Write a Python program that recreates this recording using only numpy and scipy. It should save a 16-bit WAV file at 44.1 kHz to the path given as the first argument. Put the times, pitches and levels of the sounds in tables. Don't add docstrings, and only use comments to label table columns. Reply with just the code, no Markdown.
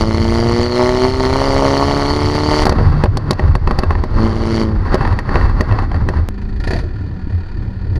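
import sys
import numpy as np
from scipy import signal
from scipy.fft import rfft, irfft, next_fast_len
from scipy.io import wavfile
from scipy.ndimage import uniform_filter1d, map_coordinates

SR = 44100
rng = np.random.default_rng(int(sys.argv[2]) if len(sys.argv) > 2 else 0)


def bounce(signal):
    frames = np.transpose(np.atleast_2d(signal))
    limited = np.clip(frames, -1, 1)
    pcm = np.round(limited * 32767).astype(np.int16)
    wavfile.write(sys.argv[1], SR, pcm)


N = 352359
T = np.arange(N) / SR

# time in seconds, firing rate in Hz.
PULL_REVS = [
    [(0.0, 108.92), (0.14, 111.55), (.4, 115.56), (.7, 121.35), (1.0, 126.19), (1.17, 130.64),
     (1.26, 128.84), (1.39, 136.0), (1.6, 136.39), (1.79, 138.62), (1.88, 141.63), (2.04, 141.34),
     (2.14, 146.45), (2.27, 146.48), (2.45, 149.24), (2.62, 151.32)],
    [(4.16, 110.8), (4.524, 112.8), (4.664, 109.2), (4.76, 108.6)],
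]
COAST_REVS = [(2.799, 150.7), (3.101, 145.6), (3.501, 143), (3.949, 136.3), (4.08, 112.5), (5.099, 108.9),
              (6.3, 103)]
IDLE_REVS = [(6.3, 27.29), (6.62, 26.79), (6.82, 41.63), (6.95, 39.63), (7.2, 37.95), (7.5, 36.54),
             (7.99, 36.12)]
# body in dB, front in dB, lag in seconds.
CYLINDERS = [(.4, 4.7, -.00012), (.4, -2.2, .00006), (-.7, -.3, -.00005), (0, -2.2, .00018)]
# time in seconds, then body, blare and rasp in dB.
PULL_LEVELS = [
    [(0.0, -13, -15, -19), (0.04, -19, -30, -33.5), (0.34, -15.5, -24.5, -29), (0.64, -15, -25, -29.5),
     (0.68, -21, -29.5, -34), (0.8, -12.5, -18.5, -26.5), (0.99, -16, -22.5, -29.5),
     (1.04, -10.5, -18.5, -27), (1.13, -21.5, -27, -33.5), (1.22, -15, -21.5, -29.5),
     (1.42, -18.5, -20, -28), (1.66, -15.5, -18, -26), (2.0, -18, -21.5, -29), (2.44, -18, -24, -30.5),
     (2.54, -16, -17.5, -25), (2.64, -19, -22, -26)],
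    [(4.1, -56, -51, -65), (4.14, -28, -35, -50.5), (4.234, -13.5, -31, -38), (4.336, -23.5, -36.5, -41),
     (4.566, -16.5, -27.5, -31.5), (4.622, -14.5, -25, -31), (4.67, -20, -44, -45),
     (4.766, -24.5, -55, -69), (4.8, -48, -56, -67)],
]
# time in seconds, pitch in Hz, level in dB relative to the rasp.
TIP_RING = [(0, 4670, -7), (.12, 4310, -6), (.22, 4420, -4.5), (.4, 4650, -5), (.57, 4460, -3.5),
            (.67, 4490, 2.5), (.8, 4250, -6), (1.0, 4345, -6.5), (1.12, 4380, -4), (1.33, 4280, -7),
            (1.46, 4620, -2.5), (1.62, 4400, -8), (2.0, 4474, -4), (2.11, 4430, -0.5), (2.25, 4493, -6.5),
            (2.43, 4490, 0.5), (2.64, 4590, -7), (4.2, 4450, -1), (4.6, 4510, -4.5)]
# time in seconds, level in dB.
BURBLE_LEVELS = [(2.66, -21.5), (2.9, -27), (3.03, -29), (3.13, -39), (3.36, -30), (3.45, -29.5),
                 (3.6, -41.5), (3.68, -30.5), (3.8, -27.5), (4.08, -38), (4.2, -25.5), (4.42, -32.5),
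                 (4.81, -35), (4.85, -32.5), (4.94, -23.5), (5.09, -26), (5.24, -33), (5.37, -22.5),
                 (5.52, -31.5), (5.82, -27.5), (5.89, -41), (5.96, -32), (6.05, -39.5), (6.15, -29.5),
                 (6.28, -48)]
# start in seconds, bark, thump and crack in relative dB, ring in Hz.
REPORTS = [(1.415, -11, -35, -27, 950), (2.351, -13, -22, -23, 1090), (2.62, -10, -21, -25, 1054),
           (2.654, -9, -9.5, -14.5, 1150), (2.667, -5.5, -8, -17, 856), (2.694, -6.5, -13, -13.5, 860),
           (2.724, -9, -8, -28, 644), (2.785, -13.5, -10, -46, 860), (2.812, -20.5, -13, -50.5, 1020),
           (3.038, -3, -6, -20.5, 836), (3.058, -11, -12.5, -44, 805), (3.171, -12.5, -15.5, -17, 820),
           (3.308, -8, -7, -10.5, 835), (3.331, -19, -29, -27.5, 930), (3.395, -11, -10.5, -33, 1880),
           (3.439, -18, -16.5, -49, 1170), (3.553, -7.5, -15, -24, 1080), (3.674, -8.5, -11, -29.5, 1140),
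           (3.71, -5, -11.5, -27.5, 1097), (3.788, -8, -13, -17, 795), (3.835, -8, -12.5, -30.5, 1130),
           (3.907, -7.5, -13, -33.5, 1080), (3.953, -15, -20, -48, 1810), (4.038, -14.5, -14, -28.5, 760),
           (4.943, -8.5, -3.5, -17.5, 820), (4.954, -15, -20, -33, 1100), (5.009, -15.5, -19, -34.5, 1050),
           (5.051, -11, -35, -38, 1804), (5.075, -17, -28, -35, 1870), (5.126, -18, -30, -34, 970),
           (5.189, -13, -22, -24.5, 1850), (5.292, -17, -18.5, -42, 1750), (5.356, -6, -9.5, -63, 1053),
           (5.412, -16.5, -24, -37, 1828), (5.497, -17.5, -32, -37, 1050), (5.608, -11, -8, -19, 1870),
           (5.712, -14, -26, -54, 950), (5.723, -14, -15, -38, 1005), (5.788, -9.5, -30, -37.5, 1124),
           (5.823, -20, -22, -40, 1000), (5.916, -18, -33, -40, 790), (5.944, -17, -23, -39, 750),
           (6.088, -10.5, -12, -25, 990), (6.138, -21, -26, -51, 976), (6.186, -24.5, -20.5, -52, 1030)]
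# start in seconds, level in dB, ring in Hz, rise in seconds.
WHUMPS = [(2.167, -12.5, 91.8, 0.058), (2.691, -3, 69.5, 0.0081), (2.838, -6.5, 85.8, 0.033),
          (2.95, -13.5, 81, 0.023), (3.074, -3.5, 95, 0.016), (3.274, -9, 89, 0.01), (3.43, -5, 79, 0.022),
          (3.488, -3, 87.5, 0.012), (3.615, -7, 80, 0.0066), (3.858, -8.5, 80.8, 0.034),
          (3.98, -10, 71, 0.023), (4.755, -6, 50.3, 0.015), (4.847, -13.5, 78, 0.022),
          (5.001, -7, 109.8, 0.0097), (5.046, -7.5, 88.5, 0.025), (5.113, -8.5, 91.6, 0.018),
          (5.433, -7.5, 82.5, 0.012), (5.557, -15, 102.5, 0.011), (5.677, -7.5, 102.6, 0.04),
          (5.951, -11.5, 70, 0.032), (6.15, -7, 79.4, 0.04), (7.311, -8.5, 87, 0.032),
          (7.884, -20, 105.3, 0.034)]
# start in seconds, chuff and thump in relative dB.
COLD_PUFFS = [(6.34, -39, -34), (6.415, -35, -44), (6.487, -36, -40), (6.56, -35.5, -38),
              (6.6002, -25.5, -24), (6.6378, -21.5, -29), (6.6722, -16.5, -16), (6.706, -16.5, -7),
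              (6.7331, -18, -6), (6.762, -23, -14), (6.788, -22.5, -36), (6.8126, -45, -37),
              (6.8366, -36, -14), (6.8628, -58, -21), (6.906, -56, -33), (7.305, -46, -17.5),
              (7.411, -50, -42), (7.628, -43, -32), (7.869, -48, -22.5), (7.955, -26.5, -26)]
# time in seconds, level in dB.
THROB_LEVELS = [(6.3, -26), (6.45, -34), (6.73, -18), (6.95, -42), (7.3, -33), (7.75, -36), (7.9, -39)]
# frequency in Hz, level in relative dB.
STARTER_PARTIALS = [(199.2, -30), (247.6, -46), (387.6, -39)]
# time in seconds, pitch in Hz, level in dB.
STARTER_RUNDOWN = [(6.69, 695, -43), (6.73, 767, -27), (6.76, 705, -22), (6.79, 564, -51), (6.82, 425, -28),
                   (6.86, 353, -26), (6.92, 313, -41)]
# time in seconds, buffet in dB, boom in dB.
AIR_LEVELS = [(0, -19.5, -15.5), (.64, -25, -20.5), (.76, -30, -24.5), (1.15, -20, -23.5), (1.8, -23, -21),
              (2.55, -22.5, -19.5), (2.7, -11, -16), (3.25, -21, -19), (3.45, -14.5, -15.5),
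              (3.7, -12.5, -20), (4.02, -15.5, -19), (4.08, -21, -23.5), (4.15, -12, -16),
              (4.52, -23, -19.5), (4.77, -17, -19.5), (4.88, -16.5, -20), (5.14, -11.5, -16.5),
              (5.25, -16.5, -21.5), (5.34, -14.5, -17), (6.2, -17, -17.5), (6.35, -24.5, -29),
              (6.74, -16.5, -21), (7.0, -26.5, -24.5), (7.8, -24, -25.5), (7.99, -16.5, -12.5)]

# centre in Hz, width in Hz, gain in dB.
PIPE_MODES = [(211.5, 53, 3.5), (376, 47, 11), (481.3, 51, 14.5), (513, 45, -8), (543.5, 42, 17),
              (551, 200, -8), (619, 52, 19.5), (695.5, 27, 9.5), (902, 107, 8.5), (1114, 73, 7),
              (1420, 130, 3.5)]
TIP_MODES = [(1620, 220, -5), (2080, 300, 3), (2520, 300, -3), (2940, 260, 4), (3180, 130, 4),
             (3620, 350, -3), (4020, 130, 3), (4500, 400, -3), (4950, 200, -3), (5217, 130, 7),
             (5400, 140, -5), (5700, 120, 3)]
GURGLE_MODES = [(239, 12, -0.5), (353, 27, 1.5), (666, 37, -8), (790, 87, 5), (1047, 300, 7),
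                (1618, 39, 11.5), (1890, 290, 9), (2640, 156, 11.5)]
IDLE_MODES = [(757, 43, 11.5), (950, 120, 10.5), (1140, 130, 1.5), (1416, 84, 9), (1766, 400, 11),
              (2240, 340, -7), (2450, 280, 11.5), (5500, 260, -7), (8200, 540, -5.5)]
CASE_MODES = [(1622, 85, -6), (1940, 1200, 5.5), (2586, 730, -7.5), (3260, 360, -1), (3620, 1700, -3.5),
              (4515, 440, 9.5), (8240, 4300, -10), (9290, 670, 13)]

# frequency in Hz, density in relative dB.
PULSE_SPECTRUM = [(40, -34), (110, 0.5), (145, -3), (215, 5.5), (290, 2), (330, 3), (430, -1), (600, -8),
                  (800, -4), (1200, -7.5), (1450, -17.5), (2300, -19.5), (4000, -44.5), (12000, -73)]
RASP_SPECTRUM = [(200, -28), (600, -11), (1200, -3.5), (2000, -1), (3000, -2), (4500, -3.5), (6000, -5),
                 (7500, -11), (10000, -23), (12000, -31), (15000, -37)]
BURBLE_SPECTRUM = [(70, -7), (150, 12), (260, 10), (420, 5.5), (620, -0.5), (1000, -1), (1400, -3.5),
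                   (1900, -15.5), (2600, -16.5), (4500, -16.5), (7000, -30.5), (10000, -39), (15000, -68)]
THUMP_SPECTRUM = [(30, -7.5), (90, -1.5), (200, 0.5), (400, -4.5), (700, -16), (1500, -42), (4000, -49),
                  (12000, -76)]
BARK_SPECTRUM = [(150, -7.5), (500, 6.5), (1000, 0), (1900, -13), (2800, -10), (4500, -21), (12000, -56.5)]
CRACK_SPECTRUM = [(800, -7.5), (2500, -7), (4500, 0.5), (6000, -6.5), (8000, -11), (10000, -18),
                  (15000, -32)]
CHUFF_SPECTRUM = [(150, -15), (400, 11), (800, -0.5), (1200, -6), (1900, -3.5), (2800, -3), (4500, -3.5),
                  (7000, -12.5), (12000, -30.5), (15000, -58)]
THROB_SPECTRUM = [(25, 14), (75, 8), (150, 0.5), (220, -1), (300, 3), (420, -24), (700, -47), (1500, -66),
                  (5000, -84), (15000, -120)]
HISS_SPECTRUM = [(150, -4.5), (350, 5.5), (600, -6), (1200, -8), (1900, -11.5), (2800, -10.5),
                 (4500, -13.5), (5500, -20.5), (8000, -27.5), (11000, -46), (15000, -73)]
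BUFFET_SPECTRUM = [(8, -28), (18, -5), (34, 2), (48, -6), (70, -5.5), (150, -44.5), (600, -100)]
BOOM_SPECTRUM = [(35, -29), (60, -18), (82, 1.5), (104, -1.5), (125, -10.5), (170, -16.5), (300, -20),
                 (800, -45.5), (3000, -86)]
TYRE_SPECTRUM = [(100, 3), (400, 0), (1000, -1), (1800, -7), (3000, -14), (5000, -20), (8000, -34),
                 (14000, -66)]

COAST_START_S, COAST_END_S, JUMP_S = 2.73, 3.95, 6.288


def pull(firing_hz):
    fire_s, cylinder_db, cylinder_front_db = firings(firing_hz, jitter_s=.000045)
    front_s = fire_s + .00074
    burn_db = 1.15 * scatter(fire_s)
    imbalance = np.where(fire_s < COAST_START_S, 1, .78)
    pulses = strikes(fire_s, amp(cylinder_db + burn_db))
    fronts = strikes(front_s, amp(imbalance * cylinder_front_db + burn_db + 1.3 * scatter(fire_s)))
    eddies = amp(-22.5) * puff(fronts, rise_s=.0003, t60_s=.007) * noise()
    low, high = (signal.butter(4, 500, kind, fs=SR, output="sos") for kind in ("low", "high"))
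    body = steady(signal.sosfiltfilt(low, colour(-pulses, PULSE_SPECTRUM, PIPE_MODES)))
    blare = steady(signal.sosfiltfilt(high, colour(fronts + eddies, PULSE_SPECTRUM, PIPE_MODES)))
    rasp = tip_rasp(fronts, front_s, burn_db)
    flutter_db = 1.3 * wobble(23)
    out = np.zeros(N)
    for rows in PULL_LEVELS:
        body_db, blare_db, rasp_db = curves(rows)
        exhaust = amp(body_db) * body + amp(blare_db + flutter_db) * blare + amp(rasp_db) * rasp
        out += gate(rows[0][0], rows[-1][0]) * exhaust
    return out


def tip_rasp(fronts, front_s, burn_db):
    jets = strikes(front_s, amp(burn_db + 1.7 * scatter(front_s)))
    jet = unit(puff(jets, rise_s=.0003, t60_s=.012)) + .42
    ring_hz, ring_db = curves(TIP_RING)
    ring = resonate(jet, ring_hz + 40 * wobble(30), width_hz=340)
    band = signal.butter(3, [1250, 3300], "band", fs=SR, output="sos")
    shock = unit(signal.sosfilt(band, colour(fronts, RASP_SPECTRUM, TIP_MODES)))
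    shock_db = -4.5 + 3.5 * (T > COAST_END_S)
    rush = unit(colour(jet * noise(), RASP_SPECTRUM, TIP_MODES))
    return amp(-1) * rush + amp(shock_db) * shock + amp(ring_db + 1.3 * wobble(28.05)) * ring


def firings(firing_hz, jitter_s):
    cycles = np.cumsum(firing_hz) / SR
    index = np.arange(1, int(cycles[-1]))
    body_db, front_db, lag_s = np.take(CYLINDERS, index, axis=0, mode="wrap").T
    return np.interp(index, cycles, T) + lag_s + jitter_s * scatter(index), body_db, front_db


def burble(firing_hz, dip):
    fire_s, cylinder_db, _ = firings(firing_hz, jitter_s=.0002)
    pulses = strikes(fire_s, amp(cylinder_db + 3.5 * scatter(fire_s)))
    clusters = amp(2 * wobble(70))
    jet = unit(puff(pulses, rise_s=.00037, t60_s=.069)) + 1.6
    gurgle = unit(colour(clusters * jet * noise(), BURBLE_SPECTRUM, GURGLE_MODES))
    knocks = unit(colour(-pulses, BURBLE_SPECTRUM, GURGLE_MODES))
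    level_db, = curves(BURBLE_LEVELS)
    envelope = gate(BURBLE_LEVELS[0][0], BURBLE_LEVELS[-1][0]) * amp(level_db - 4.5 * dip)
    return envelope * (amp(4) * gurgle + amp(-8.5) * knocks)


def coast_drone(firing_hz, dip, rise_s=.057, fade_db_per_s=7.5):
    age_s = np.maximum(T - COAST_START_S, 0)
    swell = np.minimum(age_s / rise_s, 1) * gate(COAST_START_S, COAST_END_S)
    level_db = -13 - fade_db_per_s * age_s - 26 * dip
    return swell * amp(level_db) * np.sin(phase(firing_hz))


def reports(ring_t60_s=.022):
    start_s, bark_db, thump_db, crack_db, ring_hz = np.transpose(REPORTS)
    thump = colour(-strikes(start_s, amp(thump_db + 23.5)), THUMP_SPECTRUM, PIPE_MODES)
    shock = strikes(start_s, amp(bark_db))
    jet = noise() * puff(shock, rise_s=.00016, t60_s=.023)
    bark = colour(amp(-4) * jet - amp(12.5) * shock, BARK_SPECTRUM, GURGLE_MODES)
    tip_jet = puff(strikes(start_s, amp(crack_db - 2)), rise_s=.00039, t60_s=.026)
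    crack = colour(noise() * tip_jet, CRACK_SPECTRUM)
    ring, t = np.zeros(N), T[:SR // 10]
    for start, db, hz in zip(start_s, bark_db, ring_hz):
        envelope = (1 - np.exp(-t * hz * 2)) * amp(db - 2 - 60 * t / ring_t60_s)
        ring[round(start * SR):][:len(t)] -= envelope * np.sin(2 * np.pi * hz * t)
    return thump + bark + ring + crack


def level_dip(delay_s=.046, half_width_s=.027, full_crack_db=-21.5):
    dip = np.zeros(N)
    for start_s, _, _, crack_db, _ in REPORTS:
        depth = min(1, amp(crack_db - full_crack_db))
        dip = np.maximum(dip, depth / (1 + ((T - start_s - delay_s) / half_width_s) ** 4))
    return dip


def snap(crackle, start_s=4.8, centre_hz=1770, width_hz=1000):
    b, a = signal.iirpeak(centre_hz, centre_hz / width_hz, SR)
    return amp(-6.5) * gate(start_s, JUMP_S) * signal.lfilter(b, a, crackle)


def whumps():
    out, t = np.zeros(N + SR), T[:SR // 2]
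    for start_s, db, hz, rise_s in WHUMPS:
        swell = (t / rise_s * np.exp(1 - t / rise_s)) ** 2
        out[round(start_s * SR):][:len(t)] += amp(db) * swell * np.sin(2 * np.pi * hz * t)
    return out[:N]


def cold_catch():
    start_s, chuff_db, thump_db = np.transpose(COLD_PUFFS)
    thump = colour(-strikes(start_s, amp(thump_db + 13)), THUMP_SPECTRUM, PIPE_MODES)
    jet = puff(strikes(start_s, amp(chuff_db - 5)), rise_s=.0007, t60_s=.1)
    return thump + colour(noise() * jet, CHUFF_SPECTRUM, IDLE_MODES)


def starter(compression_hz=13.6):
    speed_swing = .02 * np.sin(2 * np.pi * compression_hz * T) + .008 * wobble(8)
    clock_s = T + np.cumsum(speed_swing) / SR
    whine = sum(amp(db + .5) * np.sin(2 * np.pi * hz * clock_s) for hz, db in STARTER_PARTIALS)
    whirr_hz, whirr_db = curves(STARTER_RUNDOWN)
    whirr = amp(whirr_db + 3 * wobble(90)) * np.sin(phase(whirr_hz * (1 + .08 * wobble(150))))
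    return gate(6.3, 6.6) * whine + gate(STARTER_RUNDOWN[0][0], STARTER_RUNDOWN[-1][0]) * whirr


def idle():
    firing_hz, = curves(IDLE_REVS)
    throb_db, = curves(THROB_LEVELS)
    fire_s, cylinder_db, _ = firings(firing_hz, jitter_s=.0014)
    pulses = strikes(fire_s, amp(cylinder_db + 4.5 * scatter(fire_s)))
    throb = unit(colour(-pulses, THROB_SPECTRUM, PIPE_MODES))
    jets = strikes(fire_s, amp(2.5 * scatter(fire_s)))
    jet = unit(puff(jets, rise_s=.006, t60_s=.058)) + 1.1
    hiss = unit(colour(jet * noise(), HISS_SPECTRUM, IDLE_MODES))
    hum = gate(6.98, T[-1]) * resonate(1, hz=188.4, width_hz=16.5)
    return (T > JUMP_S) * (amp(throb_db) * throb + amp(-42) * hiss) + amp(-34.5) * hum


def air(dip):
    buffet_db, boom_db = curves(AIR_LEVELS)
    buffet = amp(buffet_db + 2.5 * wobble(7)) * steady(colour(noise(), BUFFET_SPECTRUM))
    boom = amp(boom_db + 2 * wobble(9)) * steady(colour(noise(), BOOM_SPECTRUM))
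    return amp(-7 * dip) * (buffet + boom)


def tyres():
    roar = amp(-39 + wobble(5)) * unit(colour(noise(), TYRE_SPECTRUM)) * (T < JUMP_S)
    click = amp(-8) * (T >= JUMP_S) * np.exp(-np.abs(T - JUMP_S) / .00166)
    return roar - click


def colour(x, spectrum, modes=(), size=16384):
    hz = np.fft.rfftfreq(size, 1 / SR)
    knot_hz, knot_db = np.transpose(spectrum)
    db = np.interp(np.log(hz + 1), np.log(knot_hz), knot_db)
    for centre_hz, width_hz, peak_db in [*modes, *CASE_MODES]:
        db += peak_db / (1 + (2 * (hz - centre_hz) / width_hz) ** 2)
    cepstrum = irfft(np.log(amp(db)))
    cepstrum[1:size // 2] *= 2
    cepstrum[size // 2 + 1:] = 0
    response = irfft(np.exp(rfft(cepstrum)))[:size // 2]
    return signal.fftconvolve(x, response / np.linalg.norm(response))[:len(x)]


def resonate(envelope, hz, width_hz):
    smooth = signal.butter(2, width_hz / 2, fs=SR, output="sos")
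    baseband = signal.sosfilt(smooth, envelope * (noise() + 1j * noise()))
    return unit((baseband * np.exp(1j * phase(hz))).real)


def puff(impulses, rise_s, t60_s):
    t = T[:SR // 4]
    shape = (1 - np.exp(-t / rise_s)) * amp(-60 * t / t60_s)
    return signal.fftconvolve(impulses, shape / shape.max())[:N]


def strikes(times_s, gains):
    position = np.clip(times_s * SR, 0, N - 2)
    whole = position.astype(int)
    fraction = position - whole
    return np.bincount(whole, gains * (1 - fraction), N) + np.bincount(whole + 1, gains * fraction, N)


def curves(rows):
    times_s, *columns = np.transpose(rows)
    return [np.interp(T, times_s, column) for column in columns]


def gate(start_s, end_s, fade_s=.01):
    return np.clip(1 + np.minimum(T - start_s, end_s - T) / fade_s, 0, 1)


def phase(hz):
    return 2 * np.pi * np.cumsum(hz * np.ones(N)) / SR


def wobble(knots_per_s):
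    return map_coordinates(rng.standard_normal(int(N * knots_per_s / SR) + 4), [T * knots_per_s])


def scatter(events):
    return rng.standard_normal(2000)[:len(events)]


def noise():
    return rng.standard_normal(N)


def amp(db):
    return 10 ** (np.asarray(db) / 20)


def unit(x):
    return x / np.sqrt(np.mean(x ** 2) + 1e-20)


def steady(x):
    return x / np.sqrt(np.abs(uniform_filter1d(x ** 2, size=SR // 10)) + 1e-12)


def scene():
    firing_hz, = curves(sorted(map(tuple, [*PULL_REVS[0], *PULL_REVS[1], *COAST_REVS])))
    dip = level_dip()
    crackle = burble(firing_hz, dip) + coast_drone(firing_hz, dip) + reports()
    drive = pull(firing_hz) + crackle + snap(crackle) + tyres()
    cold_start = cold_catch() + starter() + idle()
    return (drive + cold_start + whumps() + air(dip))[None]


def record(dry, top_hz=15400):
    clipped = gate(0, T[-1] - .01) * dry / (1 + np.abs(dry) ** 8) ** (1 / 8)
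    size = next_fast_len(N + SR // 2)
    passband = np.fft.rfftfreq(size, 1 / SR) < top_hz
    return irfft(rfft(clipped, size) * passband, size)[:, :N]


dry = scene()
out = record(dry)
bounce(out)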